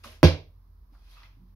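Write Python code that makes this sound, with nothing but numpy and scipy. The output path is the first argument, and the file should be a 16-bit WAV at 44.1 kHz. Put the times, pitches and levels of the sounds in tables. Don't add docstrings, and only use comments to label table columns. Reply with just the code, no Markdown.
import sys
import numpy as np
from scipy import signal
from scipy.fft import rfft, irfft
from scipy.io import wavfile

SR = 44100
rng = np.random.default_rng(int(sys.argv[2]) if len(sys.argv) > 2 else 0)


def store_wav(level_fs):
    pcm = np.round(np.clip(np.atleast_2d(level_fs), -1, 1) * 32767)
    wavfile.write(sys.argv[1], SR, pcm.T.astype(np.int16))


def how_loud(loudness_db):
    steps = np.asarray(loudness_db, float) / 20
    return 10 ** steps


N = 68355


def evened(x):
    return x / np.sqrt(np.mean(x ** 2) + 1e-20)


def read(points, hz):
    f, value = np.transpose(points)
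    return np.interp(np.log(hz + 1), np.log(f + 1), value)


def level_over_time(points, *outside_db):
    s, db = np.transpose(points)
    return np.interp(np.arange(N) / SR, s, db, *outside_db)


def add(mix, s, sound):
    part = mix[round(s * SR):][:len(sound)]
    part += sound[:len(part)]


def coloured(x, points):
    hz = np.abs(np.fft.fftfreq(4096, 1 / SR))
    log_gain = np.log(how_loud(read([(20, -60)] + list(points), hz)))
    taps = np.fft.ifft(np.exp(np.conj(signal.hilbert(log_gain)))).real[:2048]
    return signal.oaconvolve(x, taps / np.linalg.norm(taps))[:len(x)]


def slow(top_hz):
    t = np.arange(N) / SR
    rates_hz = np.geomspace(.5, top_hz, 16)
    return evened(sum(np.sin(2 * np.pi * (f * t + rng.random())) / np.sqrt(f) for f in rates_hz))


def ring(hz, db, t60, rise):
    t = np.arange(SR // 2) / SR
    swell = (1 - np.exp(-t / rise)) ** 2
    return how_loud(db - 60 * t / t60) * swell * np.sin(2 * np.pi * hz * t)


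LANDING_S = .2307
BLOW_DB, BLOW_S, BLOW_ROOM_HZ = -3, 0.00044, 450
TICK_DB, TICK_T60_S = -12, .008
CRACK_DB, CRACK_RISE_S, CRACK_T60_S = -13, .002, 0.037
BOARD_DB, BOARD_LAG_CYCLES = 0, .24
# pitch_hz, level_db (per Hz)
CRACK_COLOUR = [(200, 2), (600, -29), (1000, -18.5), (1600, -6.5), (2400, -4.5), (4800, -3), (9000, -13.5),
                (15800, -18)]
# delay_s, level_db
ECHOES = [(.0072, -11), (.0135, -6.5), (0.02, -17.5), (.027, -13), (.041, -24.5)]
# pitch_hz, level_db, t60_s, swell_cycles
BOARD_MODES = [(85.18, 3, 0.17, 1.3), (76, -13, 0.24, 3.7), (93.6, -28, 0.5, 1.4), (151.3, -21, 0.34, 1.2),
               (160.8, -5, 0.15, .4), (212, -8.5, 0.08, 1.8), (292, -20.5, 0.27, 2.5),
               (314, -7.5, .07, 0.27), (348.6, -8, 0.14, 1.4), (425, -16, 0.1, 1), (474.5, -16.5, .09, 2.3),
               (513.2, -18.5, 0.24, 1.4), (529, -13.5, 0.098, 1.6), (612, -16.5, 0.1, 0.57)]


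def push():
    u = np.arange(SR // 4) / SR / BLOW_S
    return -how_loud(BLOW_DB) * np.sin(np.pi * u ** 0.41) * np.exp(-u * 0.2) * (u < 4.3)


def knock_sound():
    knock, blow = np.zeros(N), push()
    t = np.arange(len(blow)) / SR
    tick = how_loud(TICK_DB - 60 * t / TICK_T60_S) * np.diff(rng.standard_normal(len(t) + 1))
    add(knock, LANDING_S, blow + tick)
    return knock


def crack_sound():
    hit, blow = np.zeros(N), push()
    t = np.arange(len(blow)) / SR
    high_pass = signal.butter(2, BLOW_ROOM_HZ, "high", fs=SR, output="sos")
    add(hit, LANDING_S, how_loud(-2.0) * signal.sosfilt(high_pass, blow))
    shape = how_loud(CRACK_DB - 60 * t / CRACK_T60_S) * (1 - np.exp(-t / CRACK_RISE_S))
    for delay, db in [(0, 0.013)] + ECHOES:
        noise = coloured(rng.standard_normal(len(t)), CRACK_COLOUR)
        add(hit, LANDING_S + delay, how_loud(db) * shape * noise)
    return hit


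def board_boom():
    modes = np.zeros(N)
    for hz, db, t60, swell in BOARD_MODES:
        add(modes, LANDING_S + BOARD_LAG_CYCLES / hz, ring(hz, db + BOARD_DB, t60, swell / hz))
    return modes


DROPS_PER_S, DROP_SPREAD_DB = 2800, 2


def patter(effort, colour):
    sizes = how_loud(DROP_SPREAD_DB * np.minimum(rng.exponential(1, N), 4))
    drops = sizes * (rng.random(N) < DROPS_PER_S / SR)
    drops = evened(coloured(drops * rng.standard_normal(N), colour))
    return drops * how_loud(level_over_time(effort, -120, -120) + 2.5)


# start_s, level_db
THROW = [
    (0.0, -60.5),
    (0.026, -79.5),
    (0.038, -43),
    (0.114, -60),
    (0.128, -53.5),
    (0.215, -85.5),
]
# pitch_hz, level_db (per Hz)
THROW_COLOUR = [(300, -3.5), (700, -8), (1300, -6), (2500, -4.5), (5000, -7.5), (8000, -2), (12000, -4.5),
                (15800, -7.5)]
# start_s, level_db
LIFT = [
    (0.9, -84),
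    (0.952, -93),
    (0.982, -79),
    (1.178, -61),
    (1.21, -62),
    (1.238, -63.5),
    (1.276, -73.5),
    (1.44, -93.5),
    (1.5, -83),
]
# pitch_hz, level_db (per Hz)
LIFT_COLOUR = [(400, -16), (800, -9), (1200, -2.5), (1700, -6.5), (2500, -4), (4500, -9.5), (8000, -13),
               (15800, -11.5)]


def slosh():
    return patter(THROW, THROW_COLOUR) + patter(LIFT, LIFT_COLOUR)


GLUG_SKEW = .7
# start_s, start_hz, end_hz, level_db, length_s
GLUGS = [(.042, 1455, 788, -44.5, 0.01), (.053, 570, 558, -53.5, 0.033), (.07, 1070, 1050, -59, .02),
         (.072, 3400, 3280, -68, 0.017), (.262, 2377, 2336, -40.5, 0.027), (.297, 2300, 2324, -43.5, 0.028),
         (.33, 2400, 2378, -50, 0.023), (.295, 512, 521, -31.5, 0.019), (1.112, 3200, 3300, -63, 0.0089),
         (1.128, 3700, 3800, -60, .008), (1.14, 4100, 4000, -59.5, .01), (1.145, 2600, 2550, -69, .012),
         (1.167, 1300, 1250, -58, .01), (1.177, 1186, 1080, -58.5, 0.012), (1.168, 2630, 2616, -62, 0.023),
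         (1.191, 2660, 2410, -68, 0.0071), (1.218, 837, 1620, -57.5, 0.0074),
         (1.232, 3150, 3100, -69, 0.0044), (1.232, 4170, 3960, -55, 0.0034), (1.233, 1940, 2030, -57, .01),
         (1.234, 1150, 990, -59, 0.0043), (1.244, 2065, 2150, -62, 0.021), (1.25, 2540, 2730, -62, .014)]


def glugs():
    out = np.zeros(N)
    for s, start_hz, end_hz, db, length in GLUGS:
        u = np.arange(0, length, 1 / SR) / length
        turns = np.cumsum(start_hz + (end_hz - start_hz) * u) / SR
        add(out, s, how_loud(db) * np.sin(np.pi * u ** GLUG_SKEW) * np.sin(2 * np.pi * turns))
    return out


KNOCK_SPAN_S = .02
# start_s, pitch_hz
TAP_TIMES = [(.037, 5000), (.044, 1200), (.054, 600), (.073, 3300), (.115, 11000), (.924, 5000),
             (.926, 600), (.946, 1300), (1.112, 11000), (1.166, 1250), (1.168, 2620), (1.219, 1150),
             (1.2325, 3000), (1.238, 2050), (.231, 1050), (.233, 2400), (.2425, 4900), (.2435, 11000),
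             (.125, 2200)]
# level_db, width_hz, t60_s
TAP_SHAPES = [(-46, 8100, 0.067), (-48.5, 900, 0.03), (-57.5, 660, 0.038), (-51.5, 1000, 0.026),
              (-51.5, 7800, 0.07), (-72, 15000, 0.093), (-67.5, 1140, 0.31), (-64, 550, 0.086),
              (-56, 9000, 0.02), (-61.5, 1100, 0.11), (-71, 720, 0.16), (-62, 650, 0.067),
              (-47.5, 3000, 0.012), (-67, 800, 0.083), (-25, 460, .04), (-40, 150, 0.22),
              (-25.5, 2400, .03), (-27, 4000, .02), (-59, 2800, .1)]


def wall_taps():
    taps, cracks = np.zeros((2, N))
    t = np.arange(SR // 4) / SR
    for (s, hz), (db, width_hz, t60) in zip(TAP_TIMES, TAP_SHAPES):
        r = np.exp(-np.pi * width_hz / SR)
        fuzz = signal.lfilter([1], [1, -2 * r, r * r], rng.standard_normal((2, len(t))))
        tone = fuzz[0] * np.cos(2 * np.pi * hz * t) + fuzz[1] * np.sin(2 * np.pi * hz * t)
        tone = signal.lfilter([1, -2, 1], [1, -1.8, .81], tone)
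        fade = how_loud(db - 60 * t / t60) * np.minimum(t / (.04 * t60), 1)
        at_landing = abs(s - LANDING_S) < KNOCK_SPAN_S
        add(cracks if at_landing else taps, s, evened(tone) * fade)
    return taps, cracks


# start_s, level_db
SLEEVE = [
    (.92, -75),
    (.95, -72.5),
    (1.0, -76),
    (1.07, -70.5),
    (1.11, -61.5),
    (1.15, -69),
    (1.19, -101),
    (1.45, -91.5),
    (1.5, -89),
]
# pitch_hz, level_db (per Hz)
SLEEVE_COLOUR = [(1500, -20), (3000, -8), (4300, 1.5), (5800, -4), (9000, 1), (12000, 0), (15800, -8)]


def sleeve():
    return patter(SLEEVE, SLEEVE_COLOUR)


# start_s, level_db (peak), pitch_hz, rise_s, t60_s
THUDS = [(.048, -51, 232, .012, .13), (.04, -52, 92, .015, .3), (.05, -66, 290, .01, .4),
         (.919, -60, 280, .003, .07), (.92, -68, 170, .005, .12), (1.366, -62, 270, .004, .07),
         (1.39, -55, 183, .03, .22), (1.37, -60, 126, .02, .3), (1.41, -65, 243, .015, .2),
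         (1.39, -73, 350, .02, .3), (1.39, -63, 205, .012, .12), (1.49, -68, 190, .012, .15)]


def floor_thuds():
    thuds = np.zeros(N)
    for s, db, hz, rise, t60 in THUDS:
        thud = ring(hz, 0, t60, rise)
        add(thuds, s, how_loud(db) * thud / abs(thud).max())
    return thuds


HUM_HZ, HUM_WAVER_HZ, HUM_DB, HUM_WAVER_DB = 43.5, 0.47, -54, -1.3
GROWL_HZ, GROWL_WIDTH_HZ = 82, 11
# start_s, level_db
GROWL = [(0.56, -57), (0.638, -73), (0.666, -63.5), (0.808, -54), (0.883, -65), (1.064, -55.5), (1.14, -93),
         (1.218, -69), (1.255, -58), (1.314, -65), (1.344, -64), (1.369, -61.5), (1.466, -71), (1.55, -60)]


def hum():
    hum_turns = np.cumsum(HUM_HZ + HUM_WAVER_HZ * slow(5)) / SR
    tone = np.sin(2 * np.pi * hum_turns) * how_loud(HUM_DB + 3.5 + HUM_WAVER_DB * slow(9))
    growl_turns = np.cumsum(GROWL_HZ + GROWL_WIDTH_HZ * slow(23)) / SR
    return tone + how_loud(level_over_time(GROWL) + 3.5) * np.sin(2 * np.pi * growl_turns)


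AIR_DB = -59
# pitch_hz, level_db (per Hz)
AIR_COLOUR = [(30, -9), (60, -3), (125, -9.5), (170, -16), (300, -22.5), (600, -33),
              (700, -33.5), (1050, -27), (1500, -36.5), (3000, -45.5), (4200, -39.5), (8000, -41),
            (12000, -28), (15800, -21.5)]
# pitch_hz, share
LIKENESS = [(60, 0.93), (180, 0.81), (550, 0.33), (1200, 0.052), (15000, 0.032)]


def likeness(hz):
    return np.clip(read(LIKENESS, hz), 0, 1)


def air():
    hz = np.fft.rfftfreq(N, 1 / SR)
    a, b = rfft(rng.standard_normal((2, N)))
    same = likeness(hz)
    pair = np.array([a, same * a + np.sqrt(1 - same ** 2) * b])
    return how_loud(AIR_DB) * evened(irfft(pair * how_loud(read(AIR_COLOUR, hz)), N))


ROOM_DB = 2.5
# pitch_hz, t60_s
ROOM_DECAY = [(100, .34), (300, .33), (700, .3), (1400, .25), (2400, .29), (6000, .26), (12000, .2)]


def room(x, dry_db=0.0):
    out = how_loud(dry_db) * np.array([x, x])
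    turn = np.arange(N) * 2 * np.pi * 60 / SR
    for k in range(3):
        taps = np.zeros((2, SR // 2))
        at = np.arange(60, SR // 2 - 10, 10) + rng.integers(0, 10, (2, (SR // 2 - 61) // 10))
        np.put_along_axis(taps, at, rng.choice([-1., 1.], at.shape), 1)
        hz, t, z = signal.stft(taps, SR, nperseg=512)
        same = likeness(hz / 2)[:, None]
        z = np.array([z[0], same * z[0] + np.sqrt(1 - same ** 2) * z[1]])
        tail = signal.istft(z * how_loud(-60 * t / read(ROOM_DECAY, hz)[:, None]), SR, nperseg=512)[1]
        tail = tail / np.linalg.norm(tail[0])
        share = np.sqrt(2 / 3) * np.cos(turn + k * np.pi / 3)
        out += how_loud(ROOM_DB) * signal.fftconvolve((x * share)[None], tail, axes=1)[:, :N]
    return out


def ports(pair, balance, lead):
    pair = np.pad(pair * np.ones((2, 1)), ((0, 0), (N // 2, N - N // 2)), "reflect")
    hz = np.fft.rfftfreq(2 * N, 1 / SR)
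    half = read(balance, hz) / 2
    gains = [how_loud(half), how_loud(-half) * np.exp(-2j * np.pi * hz * lead)]
    return irfft(rfft(pair) * gains)[:, N // 2:N // 2 + N]


DRY_DB, TAP_ROOM_DB, KNOCK_ROOM_DB, GLUG_ROOM_DB = -8.5, -7, -4, -7
LEFT_LEAD_S, BOARD_LEAD_S, KNOCK_LEAD_S = .00016, .00025, .00002
# pitch_hz, level_db (left minus right)
NEAR_BALANCE = [(60, -4.5), (150, -3), (380, -4.5), (800, -6), (2380, 1), (5000, -3), (9000, 10),
                (15000, 9)]
# pitch_hz, level_db (left minus right)
AIR_BALANCE = [(60, -1), (240, -3), (950, -11.5), (3770, 0.5), (15000, -0.5)]


def scene():
    knock, modes = knock_sound(), board_boom()
    taps, cracks = wall_taps()
    notes = glugs()
    sent = crack_sound() + slosh() + sleeve()
    sent = sent + how_loud(TAP_ROOM_DB) * taps + how_loud(KNOCK_ROOM_DB) * cracks + how_loud(GLUG_ROOM_DB) * notes
    near = ports(room(sent, DRY_DB) + floor_thuds(), NEAR_BALANCE, LEFT_LEAD_S)
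    struck = ports(knock + cracks + taps + notes, NEAR_BALANCE, KNOCK_LEAD_S)
    boom = ports(modes, NEAR_BALANCE, BOARD_LEAD_S)
    return near + struck + boom + ports(air() + hum(), AIR_BALANCE, LEFT_LEAD_S)


def low_pass(x):
    return signal.sosfilt(signal.butter(12, 16260, fs=SR, output="sos"), x)


SELF_NOISE_DB, FADE_S, EDGE_HZ = -99, .012, 15760
# pitch_hz, level_db
MIC_COLOUR = [(28, -21), (42, 1), (5200, 0), (6500, -7.5), (7900, -23), (9200, -13.5), (11500, -10.5),
              (15800, -18.5)]


def record(dry):
    hz = np.abs(np.fft.fftfreq(4096, 1 / SR))
    gain = np.sqrt(np.mean(how_loud(2 * read([(20, -60)] + MIC_COLOUR, hz))))
    heard = gain * np.array([coloured(port, MIC_COLOUR) for port in dry])
    heard = heard + how_loud(SELF_NOISE_DB) * np.diff(rng.standard_normal((2, N + 2)), 2)
    left_s = np.arange(N)[::-1] / SR
    heard = heard * np.sin(np.pi / 2 * np.minimum(left_s / FADE_S, 1))
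    heard = heard / (1 + heard ** 8) ** (1 / 8)
    band_edge = signal.firwin(2047, EDGE_HZ, window=("kaiser", 9), fs=SR)
    heard = signal.oaconvolve(heard, band_edge[None], "same")
    return low_pass(heard)


dry = scene()
out = record(dry)
store_wav(out)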